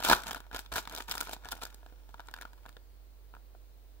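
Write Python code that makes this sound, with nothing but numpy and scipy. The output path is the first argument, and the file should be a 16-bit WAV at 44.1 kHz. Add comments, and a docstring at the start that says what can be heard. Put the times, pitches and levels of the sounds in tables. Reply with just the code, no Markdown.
"""A thin plastic packet crackles and snaps close to a pair of microphones in a quiet room, squeezed by hands.
Creases buckle in bursts of clicks, each striking a bank of decaying resonances: the film and the air it holds.
Soft low pulses are the air the packet pumps; two noise tails give the reflections.
A motor hums low as wavering sines, over shaped noise for the room and the microphone hiss.
A faint airy band of noise, carried on a gliding tone, rises a little and then slides mostly down."""
import sys
import numpy as np
from scipy import signal
from scipy.fft import rfft, irfft
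from scipy.io import wavfile

SR = 44100
rng = np.random.default_rng(int(sys.argv[2]) if len(sys.argv) > 2 else 0)


def int16_out(signal):
    """Quantize to a 16-bit WAV file."""
    q = np.round(np.clip(np.atleast_2d(signal).T, -1, 1) * 32767)
    wavfile.write(sys.argv[1], SR, q.astype(np.int16))


def to_linear_factor(level_db):
    """Convert decibel levels (scalar or array-like) to linear amplitude factors."""
    exponent = np.asarray(level_db, float) / 20
    return 10 ** exponent


N = 176400  # four seconds
T = np.arange(N) / SR


def rms_one(x):
    """Scale to rms 1."""
    return x / np.sqrt(np.mean(x ** 2) + 1e-20)


def at_hz(points, hz):
    """Read a (frequency, value) table on a log-frequency axis."""
    table_hz, values = np.transpose(points)
    return np.interp(np.log(hz), np.log(table_hz), values)


def drift(rate_hz):
    """Random wander of rms 1: white noise through two equal one-pole low-passes at rate_hz."""
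    r = np.exp(-2 * np.pi * rate_hz / SR)
    noise = rng.standard_normal(N + SR)
    return rms_one(signal.lfilter([1], [1, -2 * r, r * r], noise)[SR:])  # drop the filter's settling


def crackle():
    """Fingers press the film: clicks at random moments, in clumps, follow the pressure."""
    # finger pressure, heard as crackle: (time [s], level [dB], treble tilt [dB])
    squeeze = [(0.0, -46.5, -4), (0.034, -49.5, 2), (0.041, -37.5, -1.5), (0.094, -32.5, -2),
               (0.095, -25.5, -4), (0.132, -27, -6.5), (.139, -33.5, -0.5), (0.188, -54, -1),
               (0.258, -59, -3.5), (.265, -46.5, -2), (0.37, -52.5, -3.5), (0.389, -67, 2), (.5, -78, -24),
               (0.542, -42, -4.5), (0.574, -45.5, -9), (.6, -61.5, 7), (.63, -67.5, 2), (0.708, -83, -9),
               (0.718, -40.5, -9), (0.762, -41, -1.5), (0.786, -36, -3), (0.808, -59.5, 8), (.86, -71, -3),
               (.94, -49, -7), (1.021, -53, 1), (1.04, -85, 16), (1.073, -75, 1), (1.082, -48, -5.5),
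               (1.122, -41.5, 3.5), (1.132, -54, 3.5), (1.21, -57.5, 2.5), (1.25, -64, 8),
               (1.29, -55, -5.5), (1.332, -49.5, 0.5), (1.39, -76.5, -1), (1.45, -49.5, -13),
               (1.5, -63, -4.5), (1.522, -52, 1.5), (1.604, -73.5, 0), (1.62, -47, -3.5), (1.656, -67, 5),
               (1.689, -65, 0), (1.75, -70.5, -9)]
    hold_db, hold_treble_db, hold_until_s = -73, -6, 2.72  # faint crackle while the packet is only held
    clicks_per_s = 5000  # before clumping
    level_db, spread_db = -11, 1.5
    s, squeeze_db, squeeze_treble_db = np.transpose(squeeze)

    clumps_db = 2.8 * drift(90)
    born = rng.random(N) < clicks_per_s * to_linear_factor(clumps_db) / SR
    uneven_db = spread_db * np.minimum(rng.exponential(1, N), 3)
    sizes = rms_one(born * to_linear_factor(clumps_db + uneven_db))
    pressure_db = np.interp(T, s, squeeze_db, right=hold_db)
    sizes = sizes * to_linear_factor(pressure_db + level_db) * (T < hold_until_s)

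    treble = np.interp(T, s, squeeze_treble_db, right=hold_treble_db) + 2 * drift(90)
    bass = np.full(N, -11.5)  # dB
    pitch = 1100 * 2 ** (0.49 * drift(47))  # Hz, wandering by octaves
    return sizes, treble, bass, pitch


def add_snaps(sizes, treble, bass, pitch):
    """A single crease buckles: twenty quick clicks rise, fade and grow duller, replacing crackle they land on."""
    # creases: (time [s], level [dB], treble tilt [dB], bass tilt [dB], pitch [Hz])
    snaps = [(0.003, -30.5, -5.5, -13, 990), (0.02, -39, -5, -13, 1000), (0.025, -26.5, -9, -12, 980),
             (0.036, -36, 6.5, -20, 3300), (0.049, -39, -14, -20, 1100), (0.062, -24.5, -8, -19, 1400.0),
             (0.07, -34, -5, -26, 990.0), (0.085, -32.5, 8, -6, 990.0), (0.097, -22, -19, -23, 1010),
             (0.102, -21, -17, -20, 1300), (0.122, -18, -19, -9, 1010.0), (0.126, -40, -7.0, -11, 940.0),
             (0.134, -12.5, -19, -16, 970), (0.167, -46, 4, -7, 1380.0), (0.202, -38, -11, -12, 1400.0),
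             (0.22, -40.5, 0, -12, 1030.0), (0.235, -39, 2.5, -12, 1370.0), (0.261, -34, -21, -18, 1470),
             (0.268, -31.5, -2, -39, 1340), (0.281, -38, 3, -18, 1220.0), (0.294, -41, -12, -15, 1370.0),
             (0.309, -28.5, -4, -36, 1400), (0.331, -36.5, 1, -8, 835), (0.346, -31.5, -3, -20, 1530.0),
             (0.359, -34, -9, -8, 1640), (0.368, -37.5, -9, -4, 1200), (0.403, -45, 2, 6, 1470),
             (0.465, -45.5, -13, -10, 1030), (0.513, -39.5, -13.5, -12, 1400), (0.529, -40, -5, 8, 1430.0),
             (0.546, -28.5, -6, -6, 1170), (0.562, -27.5, -2.5, -12, 900), (0.568, -36.5, 0, -16, 1300),
             (0.591, -35, 3.5, -16, 1420), (0.61, -47, -7, -13, 760.0), (0.661, -44.5, -6.5, -24, 3750),
             (0.719, -36.5, -4, -10, 1000), (0.726, -30, -4.5, -16, 870.0), (0.738, -35, 3, -31, 1570.0),
             (0.758, -30, -2, -4, 1400), (0.762, -24, -0.5, -16, 1300), (0.781, -25.5, -12, -12, 1340),
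             (0.803, -46, -5, -16, 930.0), (0.836, -50, -3, -17, 1440.0), (0.853, -38.5, -5, -18, 3470),
             (0.874, -29.5, -9, -32, 1400), (0.896, -41.5, 3.5, -21, 1320), (0.912, -40, -8.0, -16, 1400),
             (0.924, -45.5, 4, -20, 1590.0), (0.937, -37, -20, -19, 980.0), (0.949, -40, 8.5, 4, 1460.0),
             (0.962, -49, 10, -17, 4500), (0.975, -41.5, 3, 0, 1510.0), (0.982, -33, -2, -4, 820),
             (1.004, -34, -16, -20, 1490), (1.022, -47, 7, -2, 1400.0), (1.087, -37.5, -14, -10, 1260),
             (1.095, -41, 5, -10, 710.0), (1.103, -45, -8, -24, 1370), (1.112, -38.5, 8, 0, 4870),
             (1.121, -37, 7, -10, 1490), (1.139, -32.5, -8, -25, 1290), (1.152, -33, 0, -26, 1430),
             (1.173, -32.5, -14, -37, 1400.0), (1.179, -28.5, -1.5, -29, 1430),
             (1.192, -42, -7, -10, 1040.0), (1.205, -33.5, 6, -17, 1400), (1.21, -28.5, 5, -17, 1400.0),
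             (1.223, -35, -20, -9, 1410.0), (1.231, -39, -3, -8, 1010.0), (1.243, -50, -27, -14, 1130.0),
             (1.271, -34, -12.5, -34, 1440), (1.293, -32.5, -7, -10, 614), (1.311, -35, -4, -10, 760),
             (1.332, -31.5, -0.5, -19, 810), (1.34, -43, -3, -17, 780.0), (1.364, -48.5, -3, 7, 940),
             (1.447, -39.5, -3.5, -21, 1480.0), (1.455, -37, -7.5, -16, 900), (1.474, -48, -6, -7.0, 1400),
             (1.487, -38.5, 0.5, -12, 1200), (1.516, -42, 8, -14, 1000), (1.52, -31.5, 3, -10, 1200),
             (1.529, -32, -20, -10, 1370), (1.538, -47, -17, 3, 920.0), (1.552, -48, 4, -2, 600),
             (1.565, -40.5, -33, -17, 1570.0), (1.577, -50, -12, -14, 750.0), (1.587, -50, -16, 5, 1065),
             (1.615, -43.5, 0.5, -15, 2480), (1.634, -39.5, 5.5, -4, 810.0), (1.652, -42, 6, 1, 850.0),
             (1.664, -39.5, -20, -22, 1500.0), (1.682, -55, -6.0, 7, 1470), (1.726, -51.5, -4, -3, 1390),
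             (1.744, -50, 7.5, -1, 520.0), (1.83, -53, -18, 8, 920.0), (1.862, -41.5, -12, -21, 820),
             (1.924, -54, -17, 8, 1770), (2.091, -51.5, -5, 8.5, 930.0), (2.142, -40, -11.5, -5, 950.0),
             (2.18, -48, -16, -13, 1590), (2.195, -36, -15, -6, 990), (2.203, -38.5, -7.5, -24, 855),
             (2.215, -52, -13.0, -17, 1350.0), (2.271, -55.5, 5, -10, 980.0),
             (2.285, -35.5, -11, -22, 1060.0), (2.295, -50, -14, -11, 1650.0), (2.312, -48, -3, -13, 960.0),
             (2.339, -29.5, -6.5, -39, 1570), (2.363, -39, -7.5, -25, 1400), (2.375, -48, -5, 1, 1490),
             (2.386, -39.5, -10, -29, 1650.0), (2.412, -34, -4.5, -32, 1400.0),
             (2.421, -37, -4, -34, 1340.0), (2.429, -43, -5, -35, 1420), (2.452, -38, -10.5, -33, 1294),
             (2.532, -48, -4.5, -4.5, 1464), (2.654, -45.5, -16, -5, 1120), (2.661, -39, -10, -3, 700),
             (2.684, -49, -8, -14, 980.0), (2.691, -44, -2, -7, 1554), (2.727, -57, -3, -6, 990),
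             (2.767, -37.5, -14, -6.5, 700), (3.338, -41.5, -28, -8, 1110), (3.35, -48, -8.5, -5, 1600),
             (3.366, -46.5, -22, -1, 970), (3.549, -51, -27, 1.5, 660)]
    snap_s = 0.0022  # time unit of a burst, which spans about two of them
    gain_db, fade_db, dulling_db = -3, 10, 1.5  # fade and treble loss are per snap_s
    rise = 0.2  # in units of snap_s
    s, level_db, treble_db, bass_db, hz = np.transpose(snaps)[:, :, None]

    late = np.linspace(0, 2, num=20) + rng.uniform(0, 0.1, (len(snaps), 20))  # in units of snap_s
    where = np.clip((s + snap_s * late) * SR, 0, N - 1).astype(int)
    sizes[where] = to_linear_factor(level_db + gain_db - fade_db * late) * np.minimum(late / rise + 0.11, 1)
    treble[where] = treble_db + dulling_db * (0.5 - late)
    bass[where] = bass_db
    pitch[where] = hz
    return sizes, treble, bass, pitch


def packet():
    """Every click strikes each patch of film, a decaying resonance, with a strength of its own per side."""
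    # how loud the patches ring, ahead of the bass slope: (frequency [Hz], level [dB])
    film = [(40, -5.5), (100, -14.5), (200, -15), (340, -16), (500, -3), (750, -5), (1100, -8),
            (1600, -8.5), (2100, -7.5), (3000, -5.5), (5000, -3.5), (8000, -7), (12000, -8), (16000, -6)]
    # how much of a click both sides share: (frequency [Hz], share of power [0 to 1])
    click_alike = [(300, 0.95), (1200, 0.95), (1700, 1), (2500, 0.52), (8000, .15)]
    treble_from_hz, treble_full_hz = 1500, 4860
    bass_from_hz, bass_full_hz = 1405, 450
    pitch_lift_db, pitch_octaves = 10, 0.26  # a crease favours the patches near its pitch
    shift_db, shift_hz = 2.2, 40  # patches loosen and tighten as the film folds
    ring_cycles, ring_least_s = 3.8, 0.0035  # length of a 60 dB decay

    sizes, treble, bass, pitch = add_snaps(*crackle())
    hit = np.flatnonzero(sizes)
    out = np.zeros((2, N))
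    for hz in np.r_[np.geomspace(40, 5000, num=26), np.linspace(5800, 16500, num=13)]:
        treble_share = np.log(hz / treble_from_hz) / np.log(treble_full_hz / treble_from_hz)
        bass_share = np.log(bass_from_hz / hz) / np.log(bass_from_hz / bass_full_hz)
        tilt_db = np.clip(treble_share, 0, 1.25) * treble[hit] + np.clip(bass_share, 0, 1) * bass[hit]
        octaves_off = np.log2(hz / pitch[hit])
        lift_db = pitch_lift_db * np.exp(-0.5 * (octaves_off / pitch_octaves) ** 2)
        lift_db = lift_db + shift_db * drift(shift_hz)[hit]

        # row 0 is common to both sides, rows 1 and 2 belong to left and right
        shape = (3, len(hit))
        chance = rng.uniform(0.6, 1.35, shape) * rng.choice([-1, 1], shape)
        alike = np.clip(at_hz(click_alike, hz), 0, 1)
        strength = np.sqrt(alike) * chance[0] + np.sqrt(1 - alike) * chance[1:]
        struck = np.full((2, N), 1e-18)
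        struck[:, hit] = sizes[hit] * to_linear_factor(tilt_db + lift_db) * strength

        r = to_linear_factor(-60 / (max(ring_cycles / hz, ring_least_s) * SR))
        w = 2 * np.pi * hz / SR
        gain = to_linear_factor(at_hz(film, hz)) * min(hz / 1000, 1) * np.sin(w)
        out += signal.lfilter([0, gain], [1, -2 * r * np.cos(w), r * r], struck)
    return out


def puffs():
    """The packet pumps air at the microphones: soft low pulses, a few sine cycles under a half-sine swell."""
    # pulses ahead of the ports: (start time [s], level [dB], pitch [Hz])
    pulses = [(.095, -37, 46), (0.526, -41, 50), (.712, -38, 54), (0.772, -55, 68.6), (1.451, -50, 60),
              (1.82, -52, 50)]
    cycles = 2.5
    out = np.zeros(N)
    for s, level_db, hz in pulses:
        turn = np.clip((T - s) * hz, 0, cycles)
        out -= to_linear_factor(level_db) * np.sin(2 * np.pi * turn) * np.sin(np.pi * turn / cycles)
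    return out


def reflections(x, level_db, t60_s, cut_hz):
    """A dense dying noise tail, shared in the bass, different on each side above."""
    apart_hz = 1500
    t = T[:SR // 2]
    noise = rng.standard_normal((3, len(t)))
    shared = signal.lfilter(*signal.butter(2, apart_hz, "low", fs=SR), noise[0])
    apart = signal.lfilter(*signal.butter(2, apart_hz, "high", fs=SR), noise[1:])
    tail = signal.lfilter([1], [1, -np.exp(-2 * np.pi * cut_hz / SR)], shared + apart)
    tail = tail * to_linear_factor(-60 * t / t60_s) * (t > 0.001)
    tail = tail / np.sqrt(np.sum(tail ** 2, axis=1, keepdims=True))
    return to_linear_factor(level_db) * signal.fftconvolve(x, tail, axes=1)[:, :N]


def resonance(x, hz, width_hz, gain_db):
    """A bump or dip in the response: a two-pole peaking filter."""
    w, a = 2 * np.pi * hz / SR, to_linear_factor(gain_db / 2)
    k = np.sin(w) * width_hz / hz / 2
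    return signal.lfilter([1 + k * a, -2 * np.cos(w), 1 - k * a], [1 + k / a, -2 * np.cos(w), 1 - k / a], x)


def ports(x):
    """Each microphone port colours the sound; the left loses more bass, the right hears a little late."""
    # port resonances and dips: (frequency [Hz], width [Hz], gain [dB])
    left_port = [(930, 200, 7), (1400, 260, 10.5), (1650, 200, 4), (2090, 530, -4), (3550, 1500, 8.5),
                 (7400, 1800, 4), (10780, 1300, -6.5), (15200, 1500, 5)]
    right_port = [(930, 350, 5), (1400, 300, 1), (2010, 300, -6), (2480, 400, 2.5), (4300, 1000, 2),
                  (8900, 6600, -0.5), (12800, 3800, 7.5)]
    left_gain_db, right_lag_s = -2.5, 0.0001
    left_bass_cut_hz, right_bass_cut_hz = 60, 20
    left = x[0] * to_linear_factor(left_gain_db)
    right = np.interp(T - right_lag_s, T, x[1])
    for row in left_port:
        left = resonance(left, *row)
    for row in right_port:
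        right = resonance(right, *row)
    left = signal.lfilter(*signal.butter(1, left_bass_cut_hz, "high", fs=SR), left)
    right = signal.lfilter(*signal.butter(1, right_bass_cut_hz, "high", fs=SR), right)
    return np.array([left, right])


def motor_hum():
    """A motor's steady low sines waver a little in level, weaker and ahead in phase on the left."""
    # tones on the right side, before the waver: (frequency [Hz], rms level [dB], phase [rad])
    tones = [(48.68, -51, 4.8), (148, -80, .3), (303, -82.5, .7)]
    lead_rad = np.array([[0.9], [0]])
    side_db = np.array([[-5.5], [0]])
    out = np.zeros((2, N))
    for hz, level_db, phase in tones:
        out += to_linear_factor(level_db) * np.sqrt(2) * np.sin(2 * np.pi * hz * T + phase + lead_rad)
    return out * to_linear_factor(side_db + 0.5 * drift(1.4))


def room_and_hiss():
    """Steady shaped noise, its likeness between the sides and its balance set by frequency."""
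    # spectrum shape, rescaled as a whole below: (frequency [Hz], relative level [dB per Hz])
    spectrum = [(20, 0.5), (35, -2), (70, 2), (110, -5), (170, -11.5), (300, -10.5), (500, -10), (900, -16),
                (1300, -19), (2200, -22.5), (3400, -23.5), (4300, -22.5), (5500, -26), (7000, -27),
                (10500, -28), (13500, -25.5), (14700, -25.5), (15400, -22.5), (16000, -18.5)]
    # stereo balance: (frequency [Hz], left minus right [dB])
    balance = [(60, -8), (380, -4), (1300, -1.5), (2400, -2.5), (4400, 2.5), (8100, -2.5), (13000, 3),
               (15400, 18)]
    # likeness of the sides, limited to -1..1: (frequency [Hz], correlation [-1 to 1])
    likeness = [(60, 0.76), (130, -1.1), (290, 0.71), (640, 0.43), (1410, 0.02), (3100, 0.04),
                (6820, -0.33), (15000, -0.0)]
    level_db = -59.5  # rms over both sides
    hz = np.maximum(np.fft.rfftfreq(N, 1 / SR), 1)
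    mid, side = rfft(rng.standard_normal((2, N)))
    alike = np.clip(at_hz(likeness, hz), -1, 1)
    lean_db = at_hz(balance, hz) / 2
    both = np.sqrt(1 + alike) * mid + np.sqrt(1 - alike) * side * [[1], [-1]]
    both = both * to_linear_factor([lean_db, -lean_db]) * to_linear_factor(at_hz(spectrum, hz))
    return to_linear_factor(level_db) * rms_one(irfft(both, N))


def airy_band():
    """Narrow noise carried on a gliding centre, unrelated left and right."""
    # centre of the band: (time [s], frequency [Hz])
    glide = [(0, 5200), (1.9, 5590), (2.5, 4900), (3.0, 4300), (3.3, 3875), (3.53, 4180), (4, 3680)]
    level_db, spread_hz = -84, 300
    turn = 2 * np.pi * np.cumsum(np.interp(T, *np.transpose(glide))) / SR
    sides = [drift(spread_hz) * np.sin(turn) + drift(spread_hz) * np.cos(turn) for _ in range(2)]
    return to_linear_factor(level_db) * np.array(sides)


def scene():
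    """Packet, reflections and puffs through the ports, over hum, noise and the airy band."""
    film = packet()
    near = reflections(film, level_db=-12.5, t60_s=0.033, cut_hz=14000)
    room = reflections(film, level_db=-20, t60_s=0.33, cut_hz=3000)
    return ports(film + near + room + puffs()) + motor_hum() + room_and_hiss() + airy_band()


def band_limit(x):
    """A steep low-pass at the top of the band."""
    return signal.sosfilt(signal.butter(12, 16970, fs=SR, output="sos"), x)


def record(dry):
    """Cut the top steeply, 45 dB down from 16060 Hz up, and finish the mix."""
    top_cut = signal.cheby2(16, 45, 16060, fs=SR, output="sos")
    mix = signal.sosfilt(top_cut, dry)
    return band_limit(mix)


dry = scene()
out = record(dry)
int16_out(out)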